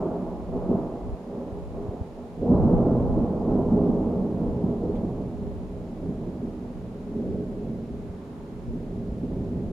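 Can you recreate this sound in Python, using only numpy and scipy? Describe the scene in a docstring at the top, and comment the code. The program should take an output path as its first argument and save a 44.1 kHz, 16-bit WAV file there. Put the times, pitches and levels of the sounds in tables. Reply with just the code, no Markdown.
"""Thunder at night, heard from the shelter of a house. First one roll sounds and fades: swarms of shock
waves from the crooked lightning channel arrive dulled by the air and ring between nearby walls.
At about 2.4 s a second peal breaks in. As it rumbles away, one drop ticks near 5 s, and a far swish
swells near 6.7 s and 8.3 s. Throughout, puffs of wind buffet the two microphone ports over a faint,
steady hiss."""
import sys
import numpy as np
from scipy import signal
from scipy.fft import rfft, irfft
from scipy.io import wavfile
from scipy.ndimage import uniform_filter1d, map_coordinates

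SR = 44100
rng = np.random.default_rng(int(sys.argv[2]) if len(sys.argv) > 2 else 0)


def wrap_up_sound(samples):
    """Save the sound to the file named by the first command line argument, as 16-bit audio."""
    columns = np.atleast_2d(samples).T
    # keep every value between -1 and 1, then stretch to whole-number steps
    tamed = np.clip(columns, -1, 1)
    steps = np.round(tamed * 32767).astype(np.int16)
    wavfile.write(sys.argv[1], SR, steps)


N = 428647
TIME = np.arange(N) / SR
FREQ = np.maximum(np.arange(N // 2 + 1) * SR / N, 1)

# The two peals. Each row: first arrival in seconds, distance of the nearest branch in km.
PEAL_ARRIVALS = [(0, 1.65), (2.379, 3.195)]
# Surges of the rumble, one for each lightning branch. Each row: start in seconds, level in dB,
# rise and hold in seconds, fade in dB per second, extra boom in dB, extra rasp in dB.
BRANCH_SURGES = [(-0.04, -33.5, 0.013, 0.037, 20, -6, -2), (0.451, -38.5, 0.07, 0.37, 20.5, 0.5, -2),
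                 (0.683, -32.5, 0.025, 0.048, 126, -6, -5.5), (1.233, -41.5, 0.074, 0.17, 21, -5.5, -2),
                 (1.719, -44, 0.019, 0.2, 30.5, 5, 0.5), (2.152, -50.5, 0.026, 0.1, 25, 6, 3),
                 (2.354, -28.5, 0.14, 0.33, 12.5, 3.5, 2), (3.219, -34, 0.028, 0.17, 36.5, -6.5, 0.5),
                 (3.453, -28, 0.03, 0.1, 50, 0, -2), (3.647, -28.5, 0.036, 0.32, 15.5, -5, -0.8),
                 (4.364, -36, 0.021, 0.069, 19, 11.5, 0.5), (4.575, -35, 0.073, 0.074, 65, -15, 2.5),
                 (4.777, -37, 0.048, 0.27, 23.5, 8.5, 2), (5.276, -46, 0.14, 0.11, 1.5, 4, 5),
                 (5.67, -47, 0.1, 0.43, 32, 13.5, 2), (5.997, -39.5, 0.03, 0.37, 6, -3, -3),
                 (7.051, -37, 0.062, 0.54, 13.5, -6, -2.5), (8.555, -40, 0.22, 0.58, 4, 7, 1),
                 (9.285, -36.5, 0.027, 0.49, 12, 3, -1.5)]
# Bands of the rumble, from boom to rasp. Each row: upper edge in Hz, gain in dB, change with distance
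# in dB per km, steadying window in seconds, share of a surge's boom, share of its rasp,
# lag as a share of its rise.
RUMBLE_BANDS = [(143, -6.5, 0.87, 0.096, 0.43, 0.18, 0), (337, -0.22, 0, 0.045, 0.03, 0.34, 0),
                (563, -1.07, -1.06, 0.056, 0.0098, 0.68, 0.0081), (1030, 5, -4, 0.11, 0.14, 0.91, 0.19),
                (6000, -3.5, -5.5, 0.034, 0.064, 0.92, 0.51)]
# Claps, where a stretch of the channel arrives all at once.
# Each row: start in seconds, level in dB, length in seconds, pitch in Hz.
CLAP_ARRIVALS = [(0.051, -23.5, 0.01, 352), (0.221, -29, .01, 225), (0.497, -38, 0.017, 243),
                 (0.523, -32.5, 0.058, 404), (0.683, -22, 0.032, 335), (0.723, -26, .006, 360),
                 (0.742, -19, 0.011, 260), (0.77, -28.5, .025, 353), (1.371, -33, 0.016, 190),
                 (1.759, -35.5, 0.052, 418), (1.893, -36.5, 0.054, 430), (2.415, -27.5, 0.041, 506),
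                 (2.487, -20.5, 0.029, 226), (2.518, -17.5, 0.02, 241), (2.542, -17, 0.0066, 480),
                 (2.567, -26.5, 0.15, 122), (2.646, -24.5, 0.016, 204), (2.689, -22.5, 0.057, 480),
                 (2.728, -20.5, 0.022, 251), (2.788, -23, 0.014, 142), (2.866, -14.5, 0.0076, 236),
                 (2.891, -19.5, 0.013, 219), (2.914, -16.5, 0.0083, 250), (3.158, -19.5, 0.02, 264),
                 (3.212, -25, 0.021, 242), (3.475, -23.5, 0.015, 225), (3.51, -25, 0.031, 215),
                 (3.577, -24, 0.023, 307), (3.683, -22, 0.016, 223), (3.71, -22.5, 0.046, 200),
                 (3.767, -24, 0.013, 402), (3.798, -24, 0.0092, 250), (3.883, -15.5, 0.016, 256),
                 (4.246, -26, .012, 248), (4.34, -31, 0.0065, 252), (4.415, -25, 0.013, 240),
                 (4.625, -25.5, 0.043, 193), (4.683, -30, 0.009, 250), (4.826, -26.5, 0.034, 417),
                 (4.891, -21.5, 0.0095, 332), (5.023, -27.5, 0.025, 258), (5.099, -37, 0.026, 250),
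                 (5.19, -32.5, 0.031, 259), (5.407, -30.5, 0.021, 212), (5.462, -31, 0.01, 228),
                 (5.612, -33, 0.019, 194), (5.921, -32.5, .012, 242), (6.025, -34, 0.051, 243),
                 (6.081, -27.5, 0.023, 161), (6.257, -33, .042, 265), (6.426, -29, 0.024, 253),
                 (6.47, -34, 0.013, 226), (7.153, -28, 0.014, 232), (7.172, -34, 0.27, 412),
                 (7.202, -31, 0.016, 234), (7.337, -30.5, 0.018, 186), (7.697, -32, 0.011, 183),
                 (8.517, -37, 0.01, 234), (8.73, -33.5, 0.033, 232), (8.971, -34, 0.023, 160),
                 (9.222, -29, 0.023, 250), (9.415, -33, 0.017, 183), (9.554, -30.5, 0.025, 186)]
# Thunder after its way through the air. Each row: frequency in Hz, relative spectral density in dB.
THUNDER_SPECTRUM = [(12, -35.5), (30, -1.5), (55, -12.5), (80, -2.5), (115, -9), (170, -2), (250, -5),
                    (380, -6), (520, -12), (660, -15), (850, -21.5), (1100, -30.5), (1400, -43),
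                    (1900, -64.5), (6000, -130)]
# Sound scattered in from the sides. Each row: frequency in Hz, level relative to the front in dB.
SIDE_SCATTER = [(30, -15.5), (120, -24), (250, -22), (450, -20), (700, -13), (1100, -10.5), (2000, -10)]
# Resonances and cancellations between the walls. Each row: frequency in Hz, width in Hz, gain in dB.
WALL_MODES = [(125, 9, 11), (150, 22, -3), (172, 12, 3), (189, 16, 8), (206, 12, -4), (223, 16, 6),
              (246, 20, 9), (272, 11, 3), (285, 12, -9), (311, 18, 7), (340, 30, -7), (412, 16, 10),
              (443, 18, -4), (477, 13, 8), (554, 18, 3), (587, 19, -2), (618, 20, 3), (655, 20, 2),
              (682, 14, -4), (702, 16, 3), (750, 16, -4), (785, 30, -3), (820, 20, 5)]
# Wall resonances that swell or drop out with the direction of a branch.
# Each row: start and end in seconds, frequency in Hz, width in Hz, gain in dB.
DIRECTIONAL_MODES = [(-0.1, 2.3, 125, 13, -6), (-0.1, 1.0, 170, 12, 6), (-0.1, 1.2, 222, 20, -4.5),
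                     (-0.1, 1.12, 358, 22, 7), (-0.1, 1.2, 430, 36, -3), (-0.1, 1.1, 654, 46, 3.5),
                     (1.2, 2.4, 412, 10, 5.5), (1.2, 1.66, 555, 12, 8.5), (2.3, 2.95, 125, 11, 6),
                     (2.3, 3.3, 186, 15, -3), (2.3, 3.3, 253, 17, 3), (2.3, 3.3, 410, 19, -7.5),
                     (2.3, 3.3, 476.5, 14, 4), (2.3, 4.3, 816, 16, 3), (3.0, 4.3, 131.4, 20, -4),
                     (3.4, 5.2, 190, 10, 2.5), (3.3, 5.2, 410.3, 10, 3.5), (3.8, 4.3, 236.5, 12, 3),
                     (5.3, 8.2, 192, 20, -2), (7.0, 8.7, 420, 12, 3), (6.8, 9.9, 313, 17, -4),
                     (5.3, 9.9, 473, 20, -5), (7.0, 9.1, 231, 13, 2.5), (7.5, 9.9, 392, 22, 2.5),
                     (7.0, 10.6, 562, 16, 3)]
# The longer puffs of wind on the ports. Each row: peak time in seconds, level in dB, length in seconds.
WIND_PUFFS = [(0.556, -37, 0.34), (1.07, -35, 0.075), (1.676, -37, 0.18), (2.631, -25.5, 0.047),
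              (2.767, -23.5, 0.035), (3.112, -27.5, 0.15), (5.527, -36.5, 0.23), (7.32, -37, 0.084)]
# Wind on a port. Each row: frequency in Hz, relative spectral density in dB.
WIND_SPECTRUM = [(10, -29.5), (24, -5), (50, 4), (95, -5), (150, -15.5), (250, -25.5), (450, -44),
                 (3000, -120)]
# Single eddies on the ports. Each row: peak time in seconds, level in dB, length in seconds, pitch in Hz.
EDDY_THUMPS = [(1.097, -26.5, 0.0072, 75), (1.132, -27, 0.014, 55.3), (1.53, -29, 0.0068, 64.7),
               (1.649, -35, 0.012, 50), (1.892, -26, 0.0086, 92.5), (2.017, -24, 0.0073, 84),
               (2.552, -20, 0.011, 75), (4.493, -31, 0.024, 70.3), (7.932, -35, 0.019, 69.6),
               (8.102, -30.5, 0.0076, 74.6), (8.698, -30, 0.02, 63.5), (9.115, -31, 0.02, 58.7)]
# Swells of the far swish. Each row: peak time in seconds, level in dB, half-length in seconds.
SWISH_SWELLS = [(6.7, -61.5, 0.63), (8.331, -55.5, 0.37)]
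# The far swish. Each row: frequency in Hz, relative spectral density in dB.
SWISH_SPECTRUM = [(100, -24), (400, 1.5), (900, 3), (1300, -5.5), (1800, -16), (6000, -47.5)]
# The night's hiss. Each row: frequency in Hz, relative spectral density in dB.
HISS_SPECTRUM = [(20, 6.5), (300, 12), (950, 10), (1500, 6), (2200, 2.5), (4000, -3.5), (6500, -8),
                 (10000, -12), (13000, -17), (15600, -25)]
# Thin, faint tones in the hiss. Each row: frequency in Hz, width in Hz, gain in dB.
HISS_PEAKS = [(3940, 13, 8), (6950, 230, 3.5)]
# Narrow notches of the microphone ports. Each row: frequency in Hz, width in Hz, gain in dB.
PORT_NOTCHES = [(5900, 130, -8), (7830, 260, -14)]


def roll():
    """Air absorption takes the treble first: near branches add rasp to the rumble, far ones only boom."""
    lurch_db = 0.52 * walk(per_s=15)
    km = distance_km()
    swarm = arriving_shocks(echo_db=0)
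    out, lower = 0, 0
    for hz, db, db_per_km, window_s, boom_share, rasp_share, lag in RUMBLE_BANDS:
        upper = lowpass(swarm, hz, order=8)
        level_db = surges_db(boom_share, rasp_share, lag) + lurch_db + db + db_per_km * km
        out = out + undb(level_db) * steadied(upper - lower, window_s)
        lower = upper
    return out


def surges_db(boom_share, rasp_share, lag):
    """Incoherent sources add in power: in one band, each branch rises, holds and fades with its echoes."""
    power, time = 0, TIME[::SR // 1000]
    for start, db, rise, hold, fade_db_per_s, boom_db, rasp_db in BRANCH_SURGES:
        age = time - start - lag * rise
        held_db = db + boom_share * boom_db + rasp_share * rasp_db
        faded_db = fade_db_per_s * np.maximum(age - rise - hold, 0)
        power = power + (np.clip(age / rise, 0, 1) * undb(held_db - faded_db)) ** 2
    return np.interp(TIME, time, 10 * np.log10(power + 1e-12))


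def distance_km():
    """Travel time gives range: the later a shock arrives within its peal, the farther it has come."""
    sound_km_per_s = .343
    km = np.zeros(N)
    for start, nearest_km in PEAL_ARRIVALS:
        km = np.where(TIME >= start, nearest_km + sound_km_per_s * (TIME - start), km)
    return uniform_filter1d(km, size=SR // 20)


def claps():
    """Superposition: shocks arriving together make a short, hard burst, pitched by their spacing."""
    swarm = lowpass(arriving_shocks(echo_db=1), hz=670, order=4)
    out = np.zeros((2, N))
    for start, db, length, hz in CLAP_ARRIVALS:
        span = slice(int(start * SR), int((start + .5) * SR))
        age = TIME[span] - TIME[span][0]
        bunch = steadied(bandpass(swarm[:, span], hz, q=2.2), seconds=0.021)
        attack = 1 - np.exp(-age / 0.0054)
        decay = np.exp(-np.maximum(age - length, 0) / 0.0057)
        out[:, span] += undb(db) * attack * decay * bunch
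    return out


def arriving_shocks(echo_db):
    """Scattering adds diffuse echoes to the shocks and absorption dulls them. Returns front and side."""
    direct = shocks(per_s=900, spread_db=2.5, length_s=0.00389)
    echoes = undb(echo_db) * rng.standard_normal(N)
    front = colour(direct + echoes, shape(THUNDER_SPECTRUM))
    scattered = rng.standard_normal(N) * np.hypot(1, undb(echo_db))
    side = colour(scattered, shape(THUNDER_SPECTRUM) * shape(SIDE_SCATTER))
    return np.array([front, side]) / front.std()


def shocks(per_s, spread_db, length_s):
    """An N-wave has two pressure jumps milliseconds apart: here, random impulse pairs of uneven size."""
    chance, size, length = rng.random(N), rng.standard_normal(N), rng.random(N)
    heads = np.flatnonzero(chance < per_s / SR)
    tails = (heads + (length_s * SR * (0.31 + 2 * length[heads])).astype(int)) % N
    jumps = np.zeros(N)
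    for edges in (heads, tails):
        np.add.at(jumps, edges, undb(spread_db * size[heads]))
    return unit(jumps - jumps.mean())


def wall_ring(x, share):
    """Resonance: a share of each shock rings between the walls, at pitches that drift with direction."""
    drift = 0.0027  # fraction of each mode's frequency
    turn = np.clip(.5 + .5 * walk(per_s=3.3), 0, 1)
    ring = 0
    for stretch, weight in ((1 - drift, turn), (1 + drift, 1 - turn)):
        modes = resonances([(hz * stretch, width, db) for hz, width, db in WALL_MODES])
        response = colour(signal.unit_impulse(N), modes)[:SR // 4]
        ring = ring + weight * signal.oaconvolve(share * x, response[None], axes=1)[:, :N]
    return ring + (1 - share) * x


def wall_incidence(x):
    """The angle of incidence decides which wall modes a branch excites: some swell, others drop out."""
    crossfade_s = 0.2
    for start, end, hz, width, db in DIRECTIONAL_MODES:
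        present = np.clip(.5 + np.minimum(TIME - start, end - TIME) / crossfade_s, 0, 1)
        x = x + (undb(db) - 1) * bandpass(present * x, hz, q=hz / width)
    return x


def wind():
    """Turbulence pushes on each port separately; a light, gusty breeze goes on between the puffs."""
    eddies = colour(rng.standard_normal((2, N)), shape(WIND_SPECTRUM))
    eddies = eddies / local_rms(eddies, seconds=.025)
    puff_power = sum(undb(db) ** 2 * np.exp(-np.minimum(2.5 * ((TIME - peak) / length) ** 2, 20))
                     for peak, db, length in WIND_PUFFS)
    breeze = undb(-50 + 3.5 * walk(per_s=9.9))
    return eddies * np.sqrt(puff_power + breeze ** 2)


def thumps():
    """The pressure of a single eddy swings for a cycle or two, a little out of phase at the two ports."""
    out, draws = np.zeros((2, N)), rng.standard_normal((len(EDDY_THUMPS), 3))
    for (peak, db, length, hz), draw in zip(EDDY_THUMPS, draws):
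        span = slice(int((peak - .1) * SR), int((peak + .1) * SR))
        age = TIME[span] - peak
        phase = 2 * np.pi * (hz * age + draw[0]) + .5 * draw[1:, None]
        out[:, span] += undb(db) * np.sqrt(2) * np.sin(phase) * np.exp(-(age / length) ** 2)
    return out


def swish():
    """Slow amplitude modulation of noise: a soft, distant rush of air comes and goes."""
    swells = sum(undb(db) * np.exp(-((TIME - peak) / length) ** 2) for peak, db, length in SWISH_SWELLS)
    noise = rng.standard_normal((2, N)) + rng.standard_normal(N)
    return (undb(-65) + swells) * unit(colour(noise, shape(SWISH_SPECTRUM)))


def drip():
    """The impact of one falling drop makes a faint tick: two bands of noise with exponential decay."""
    age = np.maximum(TIME - 4.952, 0)
    splash = sum(bandpass(rng.standard_normal((2, N)), hz, q=7) for hz in (2400, 3270))
    return undb(-56) * unit(splash) * np.exp(-age / 0.019) * (1 - np.exp(-age / .001))


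def hiss():
    """Partly coherent noise: the two ports share some of the faint, steady background."""
    noise = rng.standard_normal((2, N)) + 0.41 * rng.standard_normal(N)
    return undb(-56.5) * unit(colour(noise, shape(HISS_SPECTRUM) * resonances(HISS_PEAKS)))


def undb(db):
    """Amplitude ratio for a level in decibels."""
    return 10 ** (np.asarray(db) / 20)


def unit(x):
    """Normalisation to an rms of one."""
    return x / np.sqrt(np.mean(x ** 2))


def shape(points):
    """Spectral envelope: gain interpolated over log frequency between (Hz, dB) points."""
    hz, db = np.transpose(points)
    return undb(np.interp(np.log(FREQ), np.log(hz), db))


def resonances(rows):
    """Resonance curves: gain at every frequency from bell-shaped peaks and dips."""
    return undb(sum(db / (1 + (2 * (FREQ - hz) / width) ** 2) for hz, width, db in rows))


def colour(x, gain):
    """Causality: a minimum-phase filter with the given gain rings after a blow, never before."""
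    cepstrum = irfft(np.log(gain + 1e-9), N)
    cepstrum[1:N // 2] *= 2
    cepstrum[N // 2 + 1:] = 0
    return irfft(rfft(x) * np.exp(rfft(cepstrum)), N)


def lowpass(x, hz, order):
    """Zero-phase filtering keeps the part of a sound under a frequency."""
    return irfft(rfft(x) / (1 + (FREQ / hz) ** order), N)


def bandpass(x, hz, q):
    """A damped resonator passes a band of width hz / q."""
    return signal.lfilter(*signal.iirpeak(hz, Q=q, fs=SR), x)


def local_rms(x, seconds):
    """Time averaging: the running rms over a triangular window."""
    size = max(int(seconds * SR), 2)
    return np.sqrt(np.abs(uniform_filter1d(uniform_filter1d(x ** 2, size), size)) + 1e-14)


def steadied(pair, seconds):
    """Division by the front's envelope evens the slow swells of front and side; quick flutter stays."""
    return pair / local_rms(pair[0], seconds)


def walk(per_s):
    """Slow random modulation: chance levels joined smoothly, with a spread near one."""
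    levels = rng.standard_normal(1000)
    return map_coordinates(levels, [TIME * per_s], order=3, mode="mirror")


def pan_right(pair, db):
    """A level difference between the channels moves a sound to the right."""
    return pair * undb([[-db / 2], [db / 2]])


def scene():
    """The sources superpose: thunder and night air slightly to the right, wind on both ports."""
    cracks = claps()
    via_walls = 0.73  # share of a clap that comes by way of the walls
    ring_share = np.clip(1.01 - 0.075 * distance_km(), 0, 1)  # far branches come from all sides, ring less
    ringing = wall_ring(roll() + via_walls * cracks, ring_share)
    front, side = wall_incidence(ringing) + (1 - via_walls) * cracks
    thunder = pan_right(np.array([front + side, front - side]), db=1.4)
    air = pan_right(hiss() + swish() + drip(), db=.6)
    return thunder + air + wind() + thumps()


def record(dry):
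    """Filtering: the ports notch the treble and the recorder cuts the top; the sound fades in and out within a
    few milliseconds."""
    for hz, width, db in PORT_NOTCHES:
        dry = dry - (1 - undb(db)) * bandpass(dry, hz, q=hz / width)
    fade = np.minimum(np.minimum(TIME, TIME[-1] - TIME) / .006, 1)
    top_hz = 15650
    return signal.sosfilt(signal.ellip(10, .2, 80, top_hz, fs=SR, output="sos"), dry * fade)


dry = scene()
out = record(dry)
wrap_up_sound(out)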